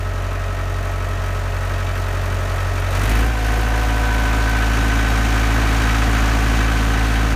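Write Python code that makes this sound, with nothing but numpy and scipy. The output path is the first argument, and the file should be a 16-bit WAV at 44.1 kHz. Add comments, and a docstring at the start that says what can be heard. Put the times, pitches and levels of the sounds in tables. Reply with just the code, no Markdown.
"""First comes the slow throb of a four-cylinder diesel: a road roller, about 6.5 m up the road.
At three seconds it is opened up, overshoots and settles, then rolls by about 2 m from the microphone.
Every firing throbs in the exhaust, booms in the hood and knocks in the block; the knock turns harsh
while the engine speeds up. Pump and gears whine on multiples of the firing rate, and behind
it all is the rush of the cooling fan."""
import sys
import numpy as np
from scipy.fft import rfft, irfft, next_fast_len
from scipy.io import wavfile
from scipy.ndimage import uniform_filter1d, map_coordinates

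SR = 44100
rng = np.random.default_rng(int(sys.argv[2]) if len(sys.argv) > 2 else 0)


def master_out(mix):
    """Clip the mix to full scale and print it as 16-bit PCM to the path in sys.argv[1]."""
    frames = np.transpose(np.atleast_2d(mix))
    ceiling = np.clip(frames, -1, 1)
    pcm = np.round(ceiling * 32767).astype(np.int16)
    wavfile.write(sys.argv[1], SR, pcm)


N = 324135

# Level laws of exhaust harmonics 1 to 3: (idle level [dB], working level [dB],
# added by full fuel [dB], distance-loss factor [ratio], nearest the microphone at [s])
EXHAUST_LEVELS = [(-23, -17.5, 2.8, 0.22, 6.2), (-19.3, -26, 1, 0.66, 5.8), (-32, -32, 0, 1.12, 7.7)]

def exhaust(firing, throttle, burn):
    """The deep throb of the pipe; its two humps merge into one puff as the throttle opens."""
    first_db, second_db, third_db = [level(law, throttle, burn) for law in EXHAUST_LEVELS]
    lag_turns = 0.5 * (1 - throttle) - 0.06 * throttle
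    first = amp(first_db + 0.1 * wobble(18)) * tone(firing)
    second = amp(second_db + 0.51 * wobble(25)) * tone(2 * firing - lag_turns)
    third = amp(third_db + 0.7 * wobble(15)) * tone(3 * firing - lag_turns)
    return first + second + third


# Knock of each cylinder, in firing order: (relative level [dB])
CYLINDER_KNOCK = [0.52, -0.75, 0.3, 0.13]
# The block's colour at idle and at working speed: (frequency [Hz], relative level [dB])
BLOCK_IDLE_SPECTRUM = [(250, -13), (420, -7.5), (560, -1), (680, 0), (820, -4), (1100, -1.5), (1300, -1.5),
                       (1480, -0.5), (1900, -4.5), (2150, -10), (2600, -11), (3400, -28), (6000, -48)]
BLOCK_WORK_SPECTRUM = [(250, -15), (420, -10), (600, -3), (760, 2), (880, -1.5), (1050, 1.5), (1280, -2),
                       (1600, 1.5), (1850, -1), (2100, -3.5), (2500, -5.5), (3400, -15.5), (6000, -41)]
# The block's level law, columns as for the exhaust
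BLOCK_LAW = (-26, -26.5, 2.5, 0.92, 5.6)

def block_knock(firing, throttle, fuel):
    """Combustion knocks in the block, with a sharper attack at working speed."""
    idle_knocks = blows(firing, CYLINDER_KNOCK, lag=0.2, rise_s=0.006, decay_s=0.025,
                        repeat=0.43, scatter_db=0.86, jitter_s=5e-5)
    work_knocks = blows(firing, CYLINDER_KNOCK, lag=0.15, rise_s=0.0021, decay_s=0.032,
                        repeat=0.58, scatter_db=0.77, jitter_s=4e-5)
    idle = np.sqrt(1 - throttle) * coloured(idle_knocks, BLOCK_IDLE_SPECTRUM)
    work = np.sqrt(throttle) * coloured(work_knocks, BLOCK_WORK_SPECTRUM)
    return amp(level(BLOCK_LAW, throttle, fuel)) * (idle + work)


# Boom of each cylinder, in firing order: (relative level [dB])
CYLINDER_BOOM = [-0.4, 1.5, -0.99, 0.2]
# The hood's colour: (frequency [Hz], relative level [dB])
HOOD_SPECTRUM = [(8, -45), (25, -6), (60, 3), (130, -2.5), (160, -5), (195, 0.5), (270, -1.5), (330, -2.5),
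                 (430, -6), (600, -21), (1000, -50)]
# The hood's level law, columns as for the exhaust
HOOD_LAW = (-33, -31.5, 7.5, 0.72, 6.1)

def hood_boom(firing, throttle, burn):
    """Each firing shakes a low thump out of the hood."""
    thumps = blows(firing, CYLINDER_BOOM, lag=0.2027, rise_s=0.002, decay_s=0.016,
                   repeat=0.44, scatter_db=1.5, jitter_s=1e-4)
    return amp(level(HOOD_LAW, throttle, burn)) * coloured(thumps, HOOD_SPECTRUM)


# Resonances of the steel covers: (frequency [Hz], width [Hz], relative level [dB])
COVER_MODES = [(1297, 55, 0.5), (1602, 133, -2.5), (1872, 70, -2.5), (1980, 66, -2.5), (2282, 62, -3),
               (2580, 98, -4.5), (3028, 48, -6.5), (3220, 60, -11), (3837, 36, -8.5), (4570, 41, -11.5),
               (6150, 250, -18.5)]
# The covers' level law, columns as for the exhaust
COVER_LAW = (-30.5, -31.5, 5, 1.1, 6.5)

def cover_ring(firing, throttle, fuel):
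    """Each firing taps the steel covers and sets them ringing."""
    taps = blows(firing, CYLINDER_KNOCK, lag=0.1, rise_s=0.0011, decay_s=0.013,
                 repeat=0.36, scatter_db=2.5, jitter_s=4e-5)
    return amp(level(COVER_LAW, throttle, fuel)) * ringing(taps, COVER_MODES)


# The injectors' colour: (frequency [Hz], relative level [dB])
INJECTOR_SPECTRUM = [(1500, -18), (2500, 2), (3100, 1.5), (3900, 0.5), (4500, -1), (5000, -3), (5700, -1.5),
                     (6800, -2), (7700, -7.5), (9200, -7.5), (10500, -14), (11300, -12.5), (13000, -13),
                     (15400, -18.5)]
# The injectors' level law, columns as for the exhaust
INJECTOR_LAW = (-33.5, -33.5, 3, 1.13, 5.85)

def injector_rasp(firing, throttle, fuel):
    """One bright tick per firing runs together into a rasp."""
    ticks = blows(firing, CYLINDER_KNOCK, lag=0.06, rise_s=0.0036, decay_s=0.021,
                  repeat=0.43, scatter_db=0.7, jitter_s=3e-5)
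    return amp(level(INJECTOR_LAW, throttle, fuel)) * coloured(ticks, INJECTOR_SPECTRUM)


# Colour of the knock under extra fuel: (frequency [Hz], relative level [dB])
HARSH_SPECTRUM = [(60, -30), (130, 0), (200, 19), (260, 20), (330, 13), (460, 14), (900, 6), (1300, 0),
                  (2000, 19), (2600, 5), (3400, 5), (5000, -3), (9000, -6), (12000, -8), (15400, -12)]
# The treble snap's level law, columns as for the exhaust
SNAP_LAW = (-50, -49, 6.5, 1.8, 3.5)

def combustion_crack(firing, throttle, fuel):
    """Extra fuel makes each knock harsh; the knock's sharp front carries a snap at the very top."""
    cracks = blows(firing, CYLINDER_KNOCK, lag=0.1, rise_s=0.0016, decay_s=0.0095,
                   repeat=0.23, scatter_db=4.0, jitter_s=1e-4)
    harsh = amp(-32.5) * np.maximum(fuel, 0) * coloured(cracks, HARSH_SPECTRUM)
    snap_spectrum = [(4000, -30), (8500, -4), (9700, 0), (10500, -11), (11800, -0.5), (15400, -9)]
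    snap = amp(level(SNAP_LAW, throttle, fuel)) * coloured(cracks, snap_spectrum)
    return harsh + snap


# Lesser engine tones at idle and at working speed: (firing-rate multiple [ratio], relative level [dB])
IDLE_DRONE = [(1.75, -47), (2.75, -44), (4, -50.5), (4.5, -48.5), (5, -51), (6.25, -52), (12, -45),
              (13, -44), (14, -47.5), (14.5, -50.5), (14.75, -47), (15, -46.5), (24.75, -52), (28.25, -50),
              (40.5, -46)]
WORK_DRONE = [(1.75, -40.5), (3.75, -46), (4, -34.5), (4.25, -41.5), (4.5, -44), (4.75, -39.5), (5, -33),
              (5.25, -35.5), (6, -45.5), (6.25, -46.5), (8, -48), (8.25, -45), (13, -41.5), (14, -43),
              (14.5, -44), (23, -45), (24.25, -44.5)]

def drone(firing, tones, flutter_db, drift, spread):
    """Tones locked to the four-firing cycle; the low ones meet on the strongest cylinder and chug."""
    out = np.zeros(N)
    since_blow = firing - np.argmax(CYLINDER_BOOM) - 0.4
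    for multiple, db in tones:
        turns = multiple * (since_blow + drift * wobble(14) + spread * rng.standard_normal())
        out += amp(db + flutter_db * wobble(12)) * tone(turns)
    return out


# Pump and gear whines: (firing-rate multiple [ratio, played to the nearest half], idle level [dB],
# working level [dB], beam on the microphone at [s], beam half-width [s], beam level [dB],
# swell per engine cycle [0-1])
GEAR_WHINES = [(9, -43.5, -47, 3.58, 1, -39.5, .1), (11, -58, -42, 4.02, 0.5, -39, .1),
               (13.5, -50, -45, 3.85, 0.85, -35, .1), (18, -48, -43.5, 4.2, 0.63, -34.3, .1),
               (21, -60, -50, 6.2, 0.74, -38, .1), (22.5, -49, -46, 5.27, 0.43, -38.5, .2),
               (27, -52, -44, 4.77, 0.4, -43, .1), (28, -41.5, -37.5, 4.5, 0.75, -31, .4),
               (42.06, -55, -52, 5.5, 0.45, -42.5, .1)]

def gear_whine(firing, throttle, flutter_db, backlash, surge):
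    """Meshing teeth whine, throb with the torque and swell as their beams sweep past the microphone."""
    out = np.zeros(N)
    t = np.arange(N) / SR
    for multiple, idle_db, work_db, centre_s, width_s, beam_db, lope in GEAR_WHINES:
        beam = amp(beam_db) * np.exp(-((t - centre_s) / width_s) ** 2)
        gain = (1 - throttle) * amp(idle_db) + throttle * np.hypot(amp(work_db), beam)
        shaft = firing + backlash * (wobble(60) + wobble(8))
        angle = 2 * np.pi * (firing + rng.random())
        torque = 1 + surge * np.cos(angle) + lope * np.cos(angle / len(CYLINDER_KNOCK))
        flutter = amp(flutter_db * wobble(25))
        mesh = tone(np.round(2 * multiple) / 2 * shaft + rng.random())
        out += gain * flutter * torque * mesh
    return out


# The fan's colour: (frequency [Hz], relative level [dB])
FAN_SPECTRUM = [(25, 4), (100, 6.5), (200, 2), (450, 2.5), (900, -1), (1500, -6.5), (2500, -5),
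                (4000, -13.5), (8000, -24), (15000, -24)]

def cooling_fan(distance_db):
    """A rush of air behind the engine, growing as the roller nears."""
    return amp(-34.0 + 0.59 * distance_db) * coloured(rng.standard_normal(N), FAN_SPECTRUM)


def governor(firing_hz, lead_s=0.035, full_fuel_hz_per_s=28):
    """Extra fuel, -1 to 1: given just before the flywheel gains speed, cut when it overshoots."""
    acceleration = np.gradient(uniform_filter1d(firing_hz, SR // 8)) * SR
    return np.clip(delayed(acceleration, -lead_s) / full_fuel_hz_per_s, -1, 1)


def passing(nearest_s, closest_m=2.15, speed_m_per_s=1.0):
    """Distance loss of a part rolling past the microphone: 0 dB when nearest, negative elsewhere."""
    along_m = speed_m_per_s * (np.arange(N) / SR - nearest_s)
    return 20 * np.log10(closest_m / np.hypot(closest_m, along_m))


def level(law, throttle, fuel):
    """A part's dB at the microphone: set by engine speed, raised by fuel, lowered by distance."""
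    idle_db, work_db, fuel_db, falloff, nearest_s = law
    return idle_db + (work_db - idle_db) * throttle + fuel_db * fuel + falloff * passing(nearest_s)


def blows(firing, cylinder_db, lag, rise_s, decay_s, repeat, scatter_db, jitter_s):
    """One burst per firing, lag firings late; repeat is the power share of its cylinder's own ring."""
    beats = np.arange(np.floor(firing[-1]))
    cylinder = beats.astype(int) % len(cylinder_db)
    t = np.arange(SR // 16) / SR
    rings = rng.standard_normal((len(cylinder_db), len(t)))
    chance = rng.standard_normal((len(beats), len(t) + 2))
    strength, timing, fresh_noise = chance[:, 0], chance[:, 1], chance[:, 2:]
    bursts = np.sqrt(repeat) * rings[cylinder] + np.sqrt(1 - repeat) * fresh_noise
    bursts *= (1 - np.exp(-t / rise_s)) * np.exp(-t / decay_s)
    bursts *= amp(np.asarray(cylinder_db)[cylinder] + scatter_db * strength)[:, None]
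    starts = np.interp(beats + lag, firing, np.arange(N)) + jitter_s * SR * timing
    samples = np.abs(starts).astype(int)[:, None] + np.arange(len(t))
    return np.bincount(samples.ravel(), bursts.ravel(), N)[:N]


def ringing(x, modes):
    """x through resonances of alternating sign, at rms 1."""
    def response(hz):
        return sum((-1) ** k * amp(db) * 1j * hz * width / (centre ** 2 - hz ** 2 + 1j * hz * width)
                   for k, (centre, width, db) in enumerate(modes))
    return unit(filtered(x, response))


def coloured(x, spectrum):
    """x shaped by (frequency [Hz], level [dB]) points, at rms 1."""
    points_hz, db = np.transpose(spectrum)
    return unit(filtered(x, lambda hz: amp(np.interp(np.log(hz + 1), np.log(points_hz), db))))


def filtered(x, response):
    """x through a frequency response."""
    size = next_fast_len(N + SR // 2)
    return irfft(rfft(x, size) * response(np.fft.rfftfreq(size, 1 / SR)), size)[:N]


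def wobble(rate):
    """A smooth random curve, rate knots a second."""
    steps = np.linspace(0, N, N // 64)
    knots = rng.standard_normal(int(N * rate / SR) + 4)
    return np.interp(np.arange(N), steps, map_coordinates(knots, [steps * rate / SR]))


def delayed(x, seconds):
    """A control curve shifted later in time, or earlier if seconds is negative."""
    return np.interp(np.arange(N) - seconds * SR, np.arange(N), x)


def tone(turns):
    """A sine of rms 1."""
    return np.sqrt(2) * np.cos(2 * np.pi * turns)


def amp(db):
    """Decibels to gain."""
    return 10 ** (np.asarray(db) / 20)


def unit(x):
    """Scale to rms 1."""
    return x / np.sqrt(np.mean(x ** 2) + 1e-20)


# Engine speed, held by the governor but for one step up with an overshoot: (time [s], firing rate [Hz])
ENGINE_SPEED = [(0, 46.17), (2.95, 46.17), (3.0, 47.5), (3.2, 54.6), (3.3, 56.2), (3.43, 53.5),
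                (3.6, 54.55), (4.2, 54.3), (7.35, 54.62)]

def scene():
    """The roller from one spot at the roadside, in mono: speed, fuel and distance shape the mix."""
    firing_hz = np.interp(np.arange(N) / SR, *np.transpose(ENGINE_SPEED))
    firing = np.cumsum(firing_hz) / SR  # running count of firings
    throttle = np.clip((firing_hz - 47) / 6, 0, 1)  # 0 at idle, 1 at working speed
    fuel = governor(firing_hz)
    burn = delayed(fuel, seconds=0.045)  # exhaust and hood answer the fuel after the knock does
    distance_db = passing(nearest_s=6.2)
    idle_gain = (1 - throttle) * amp(2.5 + 0.32 * distance_db)
    work_gain = throttle * amp(-0.3 + 1.2 * distance_db + 4.6 * burn)
    idle = idle_gain * drone(firing, IDLE_DRONE, flutter_db=1.8, drift=0.0029, spread=0.06)
    work = work_gain * drone(firing, WORK_DRONE, flutter_db=1.0, drift=0.0014, spread=0.035)
    whine = gear_whine(firing, throttle, flutter_db=1.0, backlash=0.0013, surge=0.28)
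    whine *= amp(-2.5 * np.abs(fuel))  # the teeth sing best under a steady load
    fan = cooling_fan(distance_db)
    throb = exhaust(firing, throttle, burn) + hood_boom(firing, throttle, burn)
    clatter = block_knock(firing, throttle, fuel) + cover_ring(firing, throttle, fuel)
    rasp = injector_rasp(firing, throttle, fuel) + combustion_crack(firing, throttle, fuel)
    return (throb + clatter + rasp + idle + work + whine + fan)[None]


def record(dry):
    """The microphone channel passes nothing above its band limit."""
    top_hz = 15450
    return filtered(dry[0], lambda hz: hz < top_hz)[None]


dry = scene()
out = record(dry)
master_out(out)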